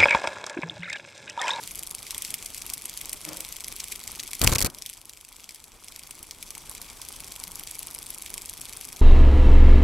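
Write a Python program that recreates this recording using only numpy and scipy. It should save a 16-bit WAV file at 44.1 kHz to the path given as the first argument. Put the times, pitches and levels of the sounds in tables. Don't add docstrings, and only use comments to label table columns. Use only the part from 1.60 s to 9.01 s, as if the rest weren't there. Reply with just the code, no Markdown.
import sys
import numpy as np
from scipy import signal
from scipy.fft import rfft, irfft, next_fast_len
from scipy.io import wavfile

SR = 44100
rng = np.random.default_rng(int(sys.argv[2]) if len(sys.argv) > 2 else 0)


def generate_wav(signal):
    frames = np.transpose(np.atleast_2d(signal))
    scaled = np.clip(frames, -1, 1) * 32767
    pcm = np.round(scaled).astype(np.int16)
    wavfile.write(sys.argv[1], SR, pcm)


def magnitude_from_level(level_db):
    exponent = np.asarray(level_db, float) / 20
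    return 10 ** exponent


N = 326781

# pitch_hz, level_db (per Hz)
AIR_COLOUR = [(22, 2.5), (70, -6.5), (200, -12), (311, -11.5), (650, -18), (900, -13), (1300, -20.5),
              (1800, -18)]
# pitch_hz, likeness (0-1)
LIKENESS = [(60, 0.75), (200, 0.72), (700, 0.78), (2400, 1), (4400, 1), (8000, 0.51), (15000, 0.18)]
# time_s, level_db
SCUFF_LEVEL = [
    (1.63, -66),
    (1.665, -44.5),
    (1.72, -39.5),
    (1.76, -47),
    (1.83, -53),
    (1.88, -80),
]
# pitch_hz, width_hz, level_db
TABLE_NOTES = [(173, 33, 2), (312, 9.1, 12.5), (526, 35, 1.5), (1070, 61, -27)]
# deepest_push_s, push_db, push_ms, turbulence_db
GUSTS = [(2.814, -25, 3.5, -21.5), (2.829, -27, 2.4, -22), (2.845, -18, 3.2, -22.5),
         (2.873, -9.5, 2.2, -22.5), (2.893, -15, 7.1, -24), (2.919, -19, 0.83, -34),
         (2.924, -26, 4.06, -21.5), (2.955, -28, 2.2, -23.5), (2.985, -43, 1.9, -32.5),
         (3.006, -31, 2, -28), (3.025, -21, 7.6, -33), (3.045, -19.5, 1.6, -20), (3.061, -29, 0.7, -34)]
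# pitch_hz, level_db (per Hz)
GUST_COLOUR = [(25, -14), (65, -3), (250, -12.5), (600, -19.5), (1900, -22.5), (2400, -46)]
# time_s, peak_db
WIRE_TICKS = [(0.369, -56), (0.528, -38), (0.564, -41), (2.418, -48), (2.495, -37), (2.534, -43),
              (2.574, -40.5), (2.691, -39.5), (3.511, -45), (3.784, -42), (4.223, -40), (4.301, -40.5),
              (4.492, -38), (4.608, -48), (4.689, -43), (4.971, -35.5), (5.037, -40), (5.117, -40),
              (5.199, -40.5), (5.281, -46), (5.398, -39.5), (5.505, -36), (5.778, -44), (5.818, -40),
              (6.759, -42)]
# pitch_hz, width_hz, level_db, frame_share (0-1)
WING_NOTES = [(2325, 540, -1.5, 1), (3370, 670, -3.5, 0.82), (4024, 640, -6.5, 1), (4620, 356, -3.5, 0.91),
              (5580, 1500, -2.5, 0.79), (6360, 2100, -5, 0.79), (7690, 990, -1, 0.64),
              (9070, 1490, -5, 0.01), (11080, 1410, -4, 0), (12630, 200, -5, 0.15), (12900, 780, -11, 1)]
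# time_s, snap_lag_ms (behind an even beat), swing_shift_ms (by the swinging wire)
MOTOR_LOAD = [(0.036, 35.7, 0.7), (0.546, 36.6, 1.1), (0.824, 39.9, 2.5), (1.06, 41.6, 2.7),
              (2.713, 48.8, 1.9), (3.146, 50.6, 0.8), (3.336, 44.0, 0.2), (3.533, 46.0, 0.1),
              (3.842, 40.9, 0.1), (4.079, 43.4, -0.1), (4.243, 50.3, -0.2), (4.361, 50.6, 0.2),
              (4.394, 44.7, 1.1), (4.825, 44.8, 0.8), (5.214, 41.2, 0.5), (5.525, 38.7, 0.7),
              (6.23, 39.1, 1.1), (7.406, 39.6, 1.0)]
# time_s, snap_peak_db, frame_db (against the film), rustle_db
FLIGHT = [(0, -22, -1.5, -43.5), (.3, -17, -16, -51.5), (.5, -28, 4, -43), (.68, -26, 4, -41),
          (.9, -20, -9, -46.5), (1.8, -21, -5.5, -46), (2.75, -20, -8.5, -47), (2.9, -14, -4, -37.5),
          (3.06, -35, 0, -60.5), (3.3, -16, -5.5, -42.5), (3.45, -24.5, -5.5, -51),
          (3.84, -21.5, -4.5, -45), (4.12, -32, -7, -50), (4.25, -21.5, -1, -47.5), (4.6, -23.5, -8, -47.5),
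          (5.45, -24, -5.5, -48.5), (6.3, -18, -17, -48.5), (7.41, -22, -8.5, -47.5)]
# offset_ms (from the snap), level_db (against the snap), frame_added_db,
# swing_share (of the swing's shift), early_gain_db (at the early end of a 1 ms swing)
STROKE_CONTACTS = [
    (-16, -16, -12, 0.3, 5),
    (-5.3, -8.5, 9, 0.1, 0),
    (0, 0, -1, 1, 1.8),
    (12.5, -17, 20, 0.1, 0),
]
# start_s, length_s
WINGS_HELD = [
    (.56, .2),
    (.77, .03),
    (.89, .03),
    (1.555, .03),
    (2.77, .35),
    (3.86, .12),
    (4.1, .12),
    (4.61, .89),
]
# time_s, peak_db, frame_db (against the film)
PAW_SNAPS = [(0.5796, -14, -16), (0.621, -16, -5), (0.6483, -17, -5), (0.7044, -18, -13),
             (0.7409, -9.5, -11), (1.0996, -14.5, -10), (1.1361, -11, -10.5), (2.732, -15, -5),
             (2.794, -18, -22), (3.1001, -28, -6), (3.891, -17, 4), (3.908, -24.5, 1), (3.946, -19, -9),
             (3.9583, -24, 8), (4.1184, -32, 11), (4.628, -15.5, -18), (4.7098, -20, 1), (4.8265, -17, -8),
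             (4.9052, -18, -7), (4.9507, -23.5, 1), (4.9787, -22.5, -7), (5.0953, -16.5, -30),
             (5.113, -25, -10), (5.1498, -25.5, 5), (5.1787, -28.5, 9), (5.2155, -20, -11),
             (5.2997, -30.5, 11), (5.4159, -21, -7), (5.45, -25.5, -13), (5.4863, -17.5, -16)]
# time_s, peak_db, frame_db (against the film)
JERK_SNAPS = [(.1142, -19, -29), (0.1549, -15.5, -16), (.507, -14, -6.5), (.8599, -15.5, -10),
              (0.9458, -20, -4.5), (1.0638, -19, -17), (1.255, -15, -16), (1.374, -16, -13),
              (1.53, -12.5, -15), (2.0056, -17.5, -14), (2.2002, -21, -5), (2.2027, -21, 14),
              (2.3188, -16.5, -13), (2.3226, -19, 11), (2.595, -20, 12), (2.599, -20, 13),
              (0.516, -27, -14), (0.5458, -18.5, -3), (3.2612, -13.5, -8.5), (3.185, -22.5, -8),
              (3.2215, -19.5, -3.5), (3.4944, -18, -6), (4.0406, -23.5, 4), (4.244, -19.5, -21),
              (4.509, -19.5, -6), (6.0724, -22, 9), (6.661, -24, 0), (6.7402, -18.5, -7), (6.7787, -20, -3)]
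# time_s, peak_db, frame_db (against the film), crinkle_db (against the peak)
MIC_SLAPS = [(2.8153, -10, -5.5, -9), (2.824, -26, -11, -6), (2.838, -21, -9, -0.5),
             (2.8438, -10, -10, -9.5), (2.8647, -12, 6, -28), (2.8705, -4, -6, -31),
             (2.8745, 13.5, 14, -36.5), (2.8828, -22, -11, -16), (2.887, -29, 12, -21),
             (2.8938, -25, -7, -5), (2.8977, -26, 0, -13), (2.918, -16, 14, -15), (2.9237, -14.5, 2, -14.5),
             (2.9284, -24, 24, -10), (2.9338, -18, -7, -11), (2.9493, -23, -13, -4),
             (2.954, -21.5, 16, -5.5), (2.958, -10, 21, -16), (2.9831, -17, -3, -9.5),
             (2.988, -16.5, 8, -19), (2.9925, -24, -6, -6), (3.0051, -12, -4, -18), (3.014, -14, 7, -10.5),
             (3.024, -8, -8, -14.5), (3.0285, -23, -8, -18), (3.046, -16.5, -3, -8), (3.053, -20, -8, -11),
             (3.06, -13.5, -12, -11), (3.0627, -18, -1, -26), (3.0669, -30, 0, -3.5)]
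# pitch_hz, width_hz, depth (0-1)
MIC_DIPS = [(1700, 410, 0.29), (12000, 320, 0.63)]

AIR_DB = -52


def rms_one(x):
    return x / np.sqrt(np.mean(x ** 2) + 1e-20)


def in_time(rows):
    s, db = np.transpose(rows)
    return magnitude_from_level(np.interp(np.arange(N) / SR, s, db, left=-200, right=-200))


def at_hz(points, hz):
    known_hz, value = np.array(points)[:, 0], np.array(points)[:, 1]
    return np.interp(np.log(hz), np.log(known_hz), value)


def drift(rate_hz):
    r = np.exp(-80 * np.pi * rate_hz / SR)
    noise = rng.standard_normal(N // 40 + 2002)
    slow = signal.lfilter([1], [1, -2 * r, r * r], noise)[2000:]
    return np.interp(np.arange(N) / 40, np.arange(len(slow)), rms_one(slow))


def clicks(times_s, db):
    out = np.full(N, 1e-18)
    out[(np.asarray(times_s) * SR).astype(int)] = magnitude_from_level(db)
    return out


def fade(x, ms):
    return signal.lfilter([1], [1, -np.exp(-1000 / SR / ms)], x)


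def resonate(x, hz, width_hz):
    r = np.exp(-np.pi * width_hz / SR)
    ring = [1, -2 * r * np.cos(2 * np.pi * hz / SR), r * r]
    return signal.lfilter([(1 - r * r) / 2, 0, (r * r - 1) / 2], ring, x + 1e-18)


def no_bass(x):
    return signal.sosfilt(signal.butter(4, 1800, "high", fs=SR, output="sos"), x)


def to_stereo(pair, hz, apart=1.):
    alike = np.clip(at_hz(LIKENESS, hz), 0, 1) ** apart
    shared = np.sqrt(1 + alike) * pair[0]
    opposite = np.sqrt(1 - alike) * pair[1] * [[1], [-1]]
    return shared + opposite


def banded(source, spectrum, patchy_db, flicker_hz):
    out, together, size = 0, drift(flicker_hz), source.shape[-1]
    bottom, top = spectrum[0][0], spectrum[-1][0]
    edges = np.geomspace(bottom, top, round(2 * np.log2(top / bottom)) + 1)
    for k, (low, high) in enumerate(zip(edges, edges[1:])):
        band_filter = signal.butter(2, [low, high], "band", fs=SR, output="sos")
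        band = signal.sosfilt(band_filter, source[k % 2])
        hz = np.sqrt(low * high)
        flicker = (together + 0.5 * drift(flicker_hz))[:size]
        gain = magnitude_from_level(at_hz(spectrum, hz) + patchy_db * flicker)
        out = out + gain * to_stereo(band, hz)
    return rms_one(out)


def room_air():
    noise = rng.standard_normal((2, 2, N))
    return magnitude_from_level(AIR_DB) * banded(noise, AIR_COLOUR, patchy_db=1.68, flicker_hz=20.4)


def room_echo(x):
    t60_s, wall_cut_hz = 0.12, 34000
    size = next_fast_len(N + SR)
    w = 2 * np.pi * np.arange(size // 2 + 1) / size
    dull = 1 / (1 + 1j * w * SR / (2 * np.pi * wall_cut_hz))
    echoes = np.zeros((2, len(w)), complex)
    for k, lag in enumerate(rng.uniform(.006, .03, 16) * SR):
        loop = magnitude_from_level(-60 * lag / SR / t60_s) * dull * np.exp(-1j * w * lag)
        echoes[k % 2] += (-1) ** (k // 2) * loop / (1 - loop)
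    return irfft(rfft(x.mean(axis=0), size) * echoes, size)[:, :N]


def table_thud():
    soft_blow = signal.lfilter(np.hanning(SR // 250), 1, clicks([5.868], -23))
    return resonate(soft_blow, hz=180, width_hz=4.4)


def table_scuff():
    rub = rng.standard_normal((2, N)) * magnitude_from_level(1.0 * drift(40))
    board = sum(magnitude_from_level(db) * to_stereo(resonate(rub, hz, width), hz) for hz, width, db in TABLE_NOTES)
    broad = to_stereo(resonate(rub, 330, 850), 500)
    return in_time(SCUFF_LEVEL) * rms_one(rms_one(board) + magnitude_from_level(-3.0) * rms_one(broad))


def gusts():
    t = np.arange(int(.4 * SR)) / SR + 2.78
    s, push_db, ms, swirl_db = np.transpose(GUSTS)[:, :, None]
    push = -np.sum(magnitude_from_level(push_db) * np.exp(-((t - s) * 1000 / ms) ** 2), axis=0)
    push = signal.sosfilt(signal.butter(1, 35, "high", fs=SR, output="sos"), push)
    age_s = np.maximum(t - s + 0.0018, 0)
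    swell_and_fade = np.exp(-age_s / 0.014) * (1 - np.exp(-age_s / 0.0015))
    swirl = np.sum(magnitude_from_level(swirl_db) * swell_and_fade, axis=0)
    air = banded(rng.standard_normal((2, 2, len(t))), GUST_COLOUR, patchy_db=1.0, flicker_hz=60)
    own_air = magnitude_from_level(-14) * air[::-1, ::-1] * [[1], [-1]]
    out, first = np.zeros((2, N)), int(t[0] * SR)
    out[:, first:first + len(t)] = push * magnitude_from_level([[1.5], [-2.5]]) + swirl * (air + own_air)
    return out


def crank():
    strokes_per_s = 25.52
    beat = np.arange(int(N / SR * strokes_per_s) - 1)
    even_s = beat / strokes_per_s
    s, lag_ms = np.transpose(MOTOR_LOAD)[:2]
    return beat, even_s + np.interp(even_s + .043, s, lag_ms) / 1000


def wire_ticks():
    s, db = np.transpose(WIRE_TICKS)
    faint = (rng.random(N) < 40 / SR) * magnitude_from_level(AIR_DB + 11.0 + 3.3 * rng.standard_normal(N))
    due = crank()[1] - 0.019
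    faint += clicks(due, -41.5 + 2.5 * rng.standard_normal(len(due)))
    blows = signal.lfilter(np.hanning(SR // 1500), 1, clicks(s, db + 8) + faint)
    hollow = resonate(resonate(blows, 937, 275), 1356, 700)
    return magnitude_from_level(8.0) * (hollow + magnitude_from_level(-9) * resonate(blows, 2800, 400))


def rustle(per_s, size_db, grain_db, frame_db, tilt_db):
    born = np.flatnonzero(rng.random(N) < per_s * magnitude_from_level(4.0 * drift(20)) / SR)
    size_db = grain_db + size_db * np.minimum(rng.exponential(1, len(born)), 3.5)
    centre = rng.uniform(-0.29, len(WING_NOTES), len(born))
    white, together, out = rng.standard_normal((2, 2, N)), drift(68), 0
    for k, (hz, width, db, share) in enumerate(WING_NOTES):
        creases = fade(clicks(born / SR, size_db - 4.9 * (centre - k) ** 2), 1.0)
        bed = magnitude_from_level(2.0 * together + hz / 4500 * drift(26))
        gain = magnitude_from_level(db + share * frame_db + tilt_db * np.log2(hz / 5000))
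        out = out + gain * to_stereo(resonate(white[k % 2] * (bed + creases), hz, 0.99 * width), hz)
    return in_time(np.array(FLIGHT)[:, [0, 3]]) * rms_one(no_bass(out))


def wing_strokes():
    strokes_per_swing, first_early_stroke = 3.4, .7
    slip_s = 2.85
    held_db = -8.5
    forced_tail_db, free_tail_db, lesser_tail_db = -11, -14, -20
    beat, snap = crank()
    load_s, _, swing_ms = np.transpose(MOTOR_LOAD)
    shift_ms = np.interp(snap, load_s, swing_ms)
    flight_s, peak, frame, _ = np.transpose(FLIGHT)
    snap_db, frame_db = np.interp(snap, flight_s, peak), np.interp(snap, flight_s, frame)
    swing = (beat - (snap > slip_s) - first_early_stroke) / strokes_per_swing
    early = np.cos(2 * np.pi * swing)
    free = np.all([(snap < start) | (snap > start + length) for start, length in WINGS_HELD], axis=0)
    forced = PAW_SNAPS + JERK_SNAPS
    unforced = np.abs(snap[:, None] - np.transpose(forced)[0]).min(axis=1) > .01
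    rows = [(*row, forced_tail_db) for row in forced]
    for ms, db, added_db, share, early_db in STROKE_CONTACTS:
        chance = rng.standard_normal((3, len(beat)))
        s = snap + (ms - share * shift_ms * early + .4 * chance[0]) / 1000
        swing_db = early_db * early * np.sqrt(np.abs(shift_ms))
        peak_db = snap_db + np.where(free, 0, held_db) + db + swing_db + 1.32 * chance[1]
        contact_frame_db = frame_db + added_db - 1.5 * chance[2]
        tail_db = np.full(len(s), lesser_tail_db if ms else free_tail_db)
        contacts = np.transpose([s, peak_db, contact_frame_db, tail_db])
        rows += list(contacts[unforced | (abs(ms) > 2)])
    return np.transpose(sorted(map(tuple, rows)))


def wing_snaps(s, peak_db, frame_db, tail_db, crack_ms, swell_ms, tail_ms, spread_db, level_db, damping, apart):
    film_db = peak_db - 10 * np.log10(1 + magnitude_from_level(2 * frame_db))
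    uneven_db = spread_db * rng.standard_normal((len(s), len(WING_NOTES)))
    first, last = int(s[0] * SR), min(int((s[-1] + .1) * SR), N)
    jitter, out = rng.choice([-1., 1.], (2, 2, last - first)), np.zeros((2, N))
    for k, (hz, width, db, share) in enumerate(WING_NOTES):
        blow_db = film_db + db + uneven_db[:, k] + level_db + share * frame_db
        blows = clicks(s, blow_db)[first:last]
        crinkles = clicks(s, blow_db + tail_db)[first:last]
        crack = fade(blows, crack_ms) - fade(blows, 0.39)
        shape = crack + fade(crinkles, tail_ms) - fade(crinkles, swell_ms)
        clean_click = magnitude_from_level(-0.5) * np.roll(blows, SR // 2000) * [[1], [(-1) ** (k // 2)]]
        drive = shape * jitter[k % 2] + clean_click
        ringing = resonate(drive, hz, damping * width)
        out[:, first:last] += (-1) ** k * to_stereo(ringing, hz, apart)
    return no_bass(out)


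def scene():
    flight = wing_snaps(*wing_strokes(), crack_ms=0.73, swell_ms=2.86, tail_ms=4.48,
                        spread_db=2.5, level_db=11.0, damping=0.98, apart=0.59)
    slaps = wing_snaps(*np.transpose(MIC_SLAPS), crack_ms=0.43, swell_ms=0.19, tail_ms=2.7,
                       spread_db=2.5, level_db=11.5, damping=1.88, apart=2.8)
    toy = flight + wire_ticks() + rustle(per_s=700, size_db=3.0, grain_db=6, frame_db=-6.5, tilt_db=-4.0)
    near = toy + magnitude_from_level(-26) * room_echo(flight) + slaps + gusts()
    return near + room_air() + table_scuff() + table_thud()


def gain_control():
    duck_s, duck_db, attack_s, recover_db_per_s = 3.136, 11, 0.19, 5
    age_s = np.maximum(np.arange(N) / SR - duck_s, 0)
    left_db = np.maximum(duck_db - recover_db_per_s * age_s, 0)
    return magnitude_from_level(-left_db * (1 - np.exp(-age_s / attack_s)))


def roll_off(x):
    return signal.sosfilt(signal.butter(12, 16440, fs=SR, output="sos"), x)


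def record(dry):
    x = dry * gain_control()
    for hz, width, depth in MIC_DIPS:
        x = x - np.clip(depth, 0, 1) * resonate(x, hz, width)
    x = signal.sosfilt(signal.butter(2, 15200, fs=SR, output="sos"), x)
    x = np.clip(x * magnitude_from_level([[.5], [-.5]]), -1, 1)
    x = signal.sosfilt(signal.cheby2(12, 70, 17000, fs=SR, output="sos"), x)
    return roll_off(x)


dry = scene()
out = record(dry)
generate_wav(out)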